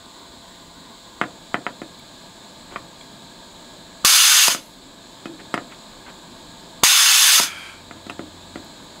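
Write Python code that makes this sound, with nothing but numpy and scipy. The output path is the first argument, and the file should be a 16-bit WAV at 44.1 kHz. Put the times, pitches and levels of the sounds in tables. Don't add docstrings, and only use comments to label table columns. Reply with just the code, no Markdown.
import sys
import numpy as np
from scipy import signal
from scipy.fft import rfft, irfft, next_fast_len
from scipy.io import wavfile
from scipy.ndimage import uniform_filter1d, map_coordinates

SR = 44100
rng = np.random.default_rng(int(sys.argv[2]) if len(sys.argv) > 2 else 0)


def field_ratio(decibels):
    return 10 ** (np.asarray(decibels, dtype=float) / 20)


def to_wav(sig):
    pcm = np.clip(np.atleast_2d(sig), -1, 1) * 32767
    pcm = np.round(pcm).astype(np.int16)
    wavfile.write(sys.argv[1], SR, pcm.T)


N = 396900
T = np.arange(N) / SR


def unit(x):
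    return x / np.sqrt(np.mean(x ** 2) + 1e-20)


def along(points, hz):
    f, v = np.transpose(points)
    return np.interp(np.log(hz + 1), np.log(f + 1), v)


def curves(rows):
    s, *cols = np.transpose(rows)
    return [np.interp(T, s, c) for c in cols]


def wobble(rate):
    coarse = T[::16]
    knots = rng.standard_normal(int(N * rate / SR) + 4)
    return np.interp(T, coarse, map_coordinates(knots, [coarse * rate]))


def filtered(x, response):
    m = next_fast_len(len(x) + 8192)
    return irfft(rfft(x, m) * response(np.fft.rfftfreq(m, 1 / SR)), m)[:len(x)]


def humps(peaks, hz):
    return sum(field_ratio(db) ** 2 / (1 + (2 * (hz - c) / w) ** 2) for c, w, db in peaks)


def rush(gain, patchy_db):
    z = signal.stft(rng.standard_normal(N + 512), nperseg=512)[2]
    field = uniform_filter1d(rng.standard_normal(z.shape), 5, 0)
    field = uniform_filter1d(field, 10, 1)
    noise = signal.istft(z * field_ratio(patchy_db * unit(field)), nperseg=512)[1][:N]
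    return unit(filtered(noise, gain))


def shop():
    # (time [s], fans [dB], leak [dB])
    shop_levels = [
        (0.0, -46.5, -47),
        (9.0, -44.5, -46),
    ]
    # (frequency [Hz], density [dB per Hz])
    fans_near = [(15, -31), (25, -3.5), (70, -10.5), (257, -1), (365, -6), (403, -5.5), (427, -14),
                 (489, -10), (667, -5.5), (750, -13), (910, -6), (1420, -18), (1660, -10.5), (1830, -20),
                 (2600, -23.5), (3380, -49), (5720, -120)]
    fans_far = [(15, -37), (25, -5), (141, -7.5), (257, -0.5), (387, -7), (452, -12), (654, -9), (735, -12),
                (826, -8.5), (1040, -2.5), (1270, -18), (1510, -10), (1700, -20), (1870, -14), (2600, -32),
                (3380, -55), (5720, -120)]
    # (frequency [Hz], density [dB per Hz])
    leak_colour = [(1290, -45), (2200, -11.5), (2780, -13), (3420, -2.5), (4030, 0.5), (5480, -15.5),
                   (6160, -18.5), (6640, -9), (7090, -7.5), (7900, -8.5), (8510, -17), (10500, -23.5),
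                   (14500, -27), (16000, -24)]
    # (frequency [Hz], level [dB])
    blades = [(172.3, -57), (500.6, -60.5), (678.3, -56.5), (899.0, -58), (1071, -60), (1195, -60),
              (1507, -66.5), (1653, -60.5)]
    # (time [s], level [dB])
    motor_levels = [
        (7.38, -73),
        (7.45, -50.5),
        (8.6, -49),
        (8.7, -66),
    ]
    moved = T > 1.2

    fans_db, leak_db = curves(shop_levels)
    near = rush(lambda hz: field_ratio(along(fans_near, hz)), patchy_db=-0.5)
    far = rush(lambda hz: field_ratio(along(fans_far, hz)), patchy_db=2.0)
    fans = np.where(moved, near, far) * field_ratio(fans_db + .3 * wobble(3))
    leak = rush(lambda hz: field_ratio(along(leak_colour, hz)), patchy_db=0.67) * field_ratio(leak_db + 0.37 * wobble(8))
    tones = sum(field_ratio(db - 1.0 + 1.1 * wobble(2.9)) * np.sin(2 * np.pi * hz * T + 1.4 * wobble(6))
                for hz, db in blades)
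    motor_db = curves(motor_levels)[0] + 0.72 * wobble(4)
    motor = field_ratio(motor_db) * np.sin(2 * np.pi * 88.5 * T + .3 * wobble(4))
    whine_db = -71 - 7 * moved + wobble(5)
    whine = field_ratio(whine_db) * np.sin(2 * np.pi * 15551 * T + .5 * wobble(20))
    return fans + leak + tones + motor + whine


def knocks():
    # (time [s], peak [dB], bench share [dB], tick share [dB], crack share [dB])
    contacts = [(1.213, -4, -24, -18, -36), (1.237, -18.5, -23, -27, -31), (1.5423, -5, -21, -39, -35.5),
                (1.6649, -10, -26, -35, -38), (1.8166, -22.5, -5.5, -18, -28),
                (2.759, -16.5, -21, -26, -35), (4.481, -8, -43, -5, -4), (4.547, -14.5, -20, -22, -12),
                (5.256, -22, -7.5, -9, -26), (5.401, -34, -11, -13.5, -19), (5.5402, -7, -17, -13, -25),
                (5.5763, -13.5, -24, -24, -33), (7.398, -11, -20.5, -10, -7), (7.91, -23.5, -16, -28, -33),
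                (7.966, -40.5, -1.5, -21, -18), (8.0658, -32.5, -4.5, -20, -20),
                (8.097, -20.5, -19, -6, -22), (8.104, -29, -22, -8, -19), (8.1925, -23.5, -3, -24, -34),
                (8.5568, -22.5, -6, -22, -28), (8.634, -44, -2, -15, -25), (8.828, -47, -6, -17, -25)]
    # (frequency [Hz], level [dB], t60 [s])
    bench_modes = [(216, -20, 0.16), (297, 7.5, 0.086), (326, 11, 0.125), (413, 3, 0.12),
                   (542, 16.5, 0.021)]
    board_modes = [(705, -3, 0.09), (998, -12.5, 0.1), (1296, 2, 0.041), (1415, -2, 0.043),
                   (1744, -9, 0.11), (1920, 3.5, 0.027), (2120, -2.5, 0.039), (2402, -8.5, 0.04),
                   (2820, -14, 0.027), (3080, -7, 0.025)]
    tick_modes = [(2510, 6, 0.055), (2850, -2.5, 0.041), (2940, 8, 0.011), (3300, -26, 0.04)]
    tip_hz, tip_db, tip_t60 = 4980, 2.5, .03

    out, t = np.zeros(N + SR), np.arange(SR // 4) / SR
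    rattle_band = signal.butter(3, [300, 2100], "band", fs=SR)
    crack_band = signal.butter(2, [3600, 9000], "band", fs=SR)
    blunt_band = signal.butter(6, [130, 3300], "band", fs=SR, output="sos")

    def ring(modes, stretch):
        return sum(field_ratio(level + rng.normal(0, 0.9) - 60 * t / (t60 * stretch))
                   * np.sin(2 * np.pi * hz * rng.normal(1, 0.0094) * t) for hz, level, t60 in modes)

    for s, db, bench_db, tick_db, crack_db in contacts:
        stretch = max(0.67 - .002 * db, .2)
        board = 0.36 * ring(board_modes, stretch)
        bench = 0.44 * field_ratio(bench_db) * ring(bench_modes, stretch)
        tick = 0.53 * field_ratio(tick_db) * ring(tick_modes, stretch)
        rattle = signal.lfilter(*rattle_band, rng.standard_normal(len(t)))
        rattle *= field_ratio(-4.5 - 60 * t / (0.12 * stretch))
        crack = signal.lfilter(*crack_band, rng.standard_normal(len(t)))
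        crack *= field_ratio(crack_db + 11.5 - 60 * t / 0.028)
        tip_tone = np.sin(2 * np.pi * tip_hz * rng.normal(1, 0.0097) * t)
        crack += field_ratio(crack_db + tip_db - 60 * t / tip_t60) * tip_tone
        push = np.diff(np.exp(-((t - .0004) / .00013) ** 2), prepend=0)
        push_db = 19.0 - .35 * max(bench_db + 20, 0)
        hit = board + bench + tick + rattle + field_ratio(push_db) * push
        out[round((s + .0009) * SR):][:len(t)] += field_ratio(db - 3) * (signal.sosfilt(blunt_band, hit) + crack)
    return out[:N]


def swelling_tones():
    # (time [s], frequency [Hz], level [dB], length [s])
    swells = [(1.993, 9400, -49, .005), (1.993, 14500, -55, .005), (1.996, 2290, -45, .008),
              (2.76, 1150, -22.5, 0.0076), (2.758, 2450, -28.5, .006), (3.01, 2300, -41, 0.0063),
              (3.01, 3300, -35.5, 0.0067), (3.006, 7600, -45, .008), (4.042, 1250, -25, 0.0044),
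              (4.047, 1150, -13, 0.0087), (4.475, 961, -18, 0.011), (5.285, 322, -31, 0.04),
              (6.8293, 1230, -26, 0.0036), (6.835, 1050, -4.5, 0.0032), (7.385, 1300, -17, .011),
              (7.394, 947, -17.5, .011), (8.096, 2740, -25.5, 0.006)]
    out = np.zeros(N + SR)
    for s, hz, db, length in swells:
        u = T[:round(length * SR)]
        swell = np.sin(np.pi * u / length)
        out[round(s * SR):][:len(u)] += field_ratio(db) * np.sin(2 * np.pi * hz * (s + u)) * swell
    return out[:N]


def snicks():
    # (time [s], level [dB])
    snaps = [
        (1.994, -47),
        (8.647, -45),
        (8.844, -50),
    ]
    # (low [Hz], high [Hz])
    snap_hz = [8500, 15500]
    out, t = np.zeros(N + SR), T[:SR // 50]
    band = signal.butter(2, snap_hz, "band", fs=SR)
    for s, db in snaps:
        click = unit(signal.lfilter(*band, rng.standard_normal(len(t))))
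        out[round(s * SR):][:len(t)] += field_ratio(db - 60 * t / .012) * click
    return out[:N]


def scrapes():
    # (time [s], length [s], level [dB], centre [Hz])
    slides = [
        (2.699, 0.066, -41.5, 700),
        (5.39, 0.025, -41.5, 2000),
        (5.692, 0.061, -45, 1880),
        (6.054, 0.059, -41.5, 1420),
        (7.96, .03, -55, 1200),
    ]
    out = np.zeros(N + SR)
    for s, length, db, centre in slides:
        u = T[:round(length * SR)]
        peaks = [(centre, 1300, 0), (320, 160, -2)]
        grit = filtered(rng.standard_normal(len(u)), lambda f: np.sqrt(humps(peaks, f)) * (f < 3600))
        bumps = field_ratio(2.5 * wobble(150)[:len(u)])
        out[round(s * SR):][:len(u)] += field_ratio(db) * bumps * unit(grit) * np.sin(np.pi * u / length)
    return out[:N]


def room(x):
    # (frequency [Hz], t60 [s])
    decay = [(200, 0.48), (1500, 0.12), (8000, 0.083)]
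    hz, t, z = signal.stft(rng.standard_normal(SR // 2), SR, nperseg=256)
    tail = signal.istft(z * field_ratio(-60 * t / along(decay, hz)[:, None]), SR, nperseg=256)[1]
    return signal.fftconvolve(np.pad(x, (200, 0)), tail / np.linalg.norm(tail))[:N]


def echoes(x, wet_db, t60):
    t = np.arange(SR // 10) / SR
    answer = rng.standard_normal(len(t)) * field_ratio(-60 * t / t60)
    answer *= field_ratio(wet_db) / np.linalg.norm(answer)
    answer[0] = 1
    return signal.fftconvolve(x, answer / np.linalg.norm(answer))[:N]


def flow(shut_s):
    # (time [s], depth [dB], half length [s])
    falters = [
        (4.462, 4, 0.01),
        (4.489, 9, 0.0095),
        (7.37, 0, 0.013),
        (7.403, 4, .008),
    ]
    shut_db, shut_length_s, hose_s = 5.5, 0.0033, 0.035
    sag_db = sum(db * np.exp(-((T - s) / half) ** 2) for s, db, half in falters)
    emptying_s = np.maximum(T - shut_s - hose_s, 0)
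    bleed_db = 300 * emptying_s
    main = field_ratio(-sag_db - shut_db * np.clip((T - shut_s) / shut_length_s, 0, 1) - bleed_db)
    seep = field_ratio(-28 - 108 * emptying_s)
    both = main ** 2 + seep ** 2 + 1e-20
    share = main ** 2 / both
    main_top_db = 3.5 + 0.55 * sag_db - .12 * bleed_db
    seep_top_db = 10
    return 10 * np.log10(both), share * main_top_db + (1 - share) * seep_top_db


def jet():
    # (opens [s], first surge [dB], pressure push [dB], shuts [s], jet level [dB])
    strokes = [
        (4.048, 8, -6, 4.482, -12.5),
        (6.8345, 7.5, -2, 7.4, -13),
    ]
    # (frequency [Hz], density [dB per Hz])
    roar = [(210, -73.5), (350, -35), (550, -27.5), (700, -18.5), (850, -11.5), (1000, -7.5), (1730, -3.5),
            (2130, -4.5), (3390, -0.5), (5570, -4.5), (6430, -0.5), (7550, -6.5), (11100, -14),
            (16000, -21.5)]
    # (centre [Hz], width [Hz], level [dB]), all rung alike
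    nozzle = [(2740, 320, -2), (3520, 180, -1), (4730, 23, -2), (5020, 130, -2), (4850, 360, -2),
              (6050, 88, -3), (6600, 400, 0), (8100, 56, -6), (8620, 160, -6), (10100, 290, -5),
              (10670, 570, -7), (11300, 240, -9), (13600, 390, -13), (15200, 110, -15)]
    tubes = [(c, w, 0) for c, w, _ in nozzle]

    def colour(hz):
        return field_ratio(along(roar, hz)) * np.sqrt(1 + 1.17 * humps(tubes, hz))

    air = np.zeros(N)
    for _ in range(2):
        air += echoes(rush(colour, patchy_db=1.8), wet_db=-5, t60=0.094) * field_ratio(1.8 * wobble(6.4))
    air *= field_ratio(0.36 * wobble(45) + 0.55 * wobble(180))
    top = filtered(air, lambda hz: 1 - 1 / (1 + (hz / 8500) ** 8))
    air /= np.sqrt(np.abs(uniform_filter1d(air ** 2, SR // 10)))

    out, loud_db = np.zeros(N), np.full(N, -90.)
    for s, surge_db, push_db, shut_s, jet_db in strokes:
        flow_db, top_db = flow(shut_s)
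        age = np.maximum(T - s, 0)
        db = jet_db + flow_db + surge_db * np.exp(-age / 0.0044)
        body = air - top + field_ratio(top_db) * top
        out += body * field_ratio(db) * (1 - np.exp(-age / 0.00059))
        u = np.maximum(T - s + 0.00067, 0) / 0.00043
        out -= field_ratio(push_db) * u * (2.2 - u) * np.exp(-u)
        loud_db = np.maximum(loud_db, np.where(T > s, db, -90))
    return out, loud_db


def ducking(loud_db):
    cut_db = 0.84 * np.maximum(loud_db + 43, 0)
    hold = np.exp(-1 / (.35 * SR))
    creep_db = 0.23 * signal.lfilter([1 - hold], [1, -hold], cut_db)
    return field_ratio(-np.maximum(cut_db, creep_db))


def inflow():
    # (centre [Hz], width [Hz], level [dB])
    tip_tubes = [(1340, 140, -3), (1590, 140, -1.5), (2330, 220, 1), (3200, 190, -1.5), (4650, 600, -9),
                 (900, 500, -8), (7800, 3500, -15)]
    starts_s, swell_s, lasts_s = 7.41, 0.035, 0.29
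    age = np.maximum(T - starts_s, 0)
    db = -32 - 22 * age - 110 * np.maximum(age - lasts_s, 0) + .5 * wobble(30)
    air = rush(lambda hz: humps(tip_tubes, hz) ** (3 / 4), patchy_db=-0.5)
    return np.clip(age / swell_s, 0, 1) * field_ratio(db) * air


def scene():
    blast, loud_db = jet()
    hits = knocks() + swelling_tones() + snicks() + scrapes()
    background = ducking(loud_db) * shop()
    mono = blast + inflow() + hits + field_ratio(-11.0) * room(hits) + background
    trace = field_ratio(-79) * rush(lambda hz: 1 / (1 + hz / 40) + .004, patchy_db=1)
    return np.array([mono + trace, mono - trace])


def roll_off(x):
    return signal.sosfilt(signal.butter(12, 17130, fs=SR, output="sos"), x)


def record(dry):
    held = dry / (1 + np.abs(dry / .88) ** 4) ** (1 / 4)
    edge = lambda hz: .5 - .5 * np.tanh((hz - 15740) / 25)
    mix = np.array([filtered(v, edge) for v in held])
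    return roll_off(mix)


dry = scene()
out = record(dry)
to_wav(out)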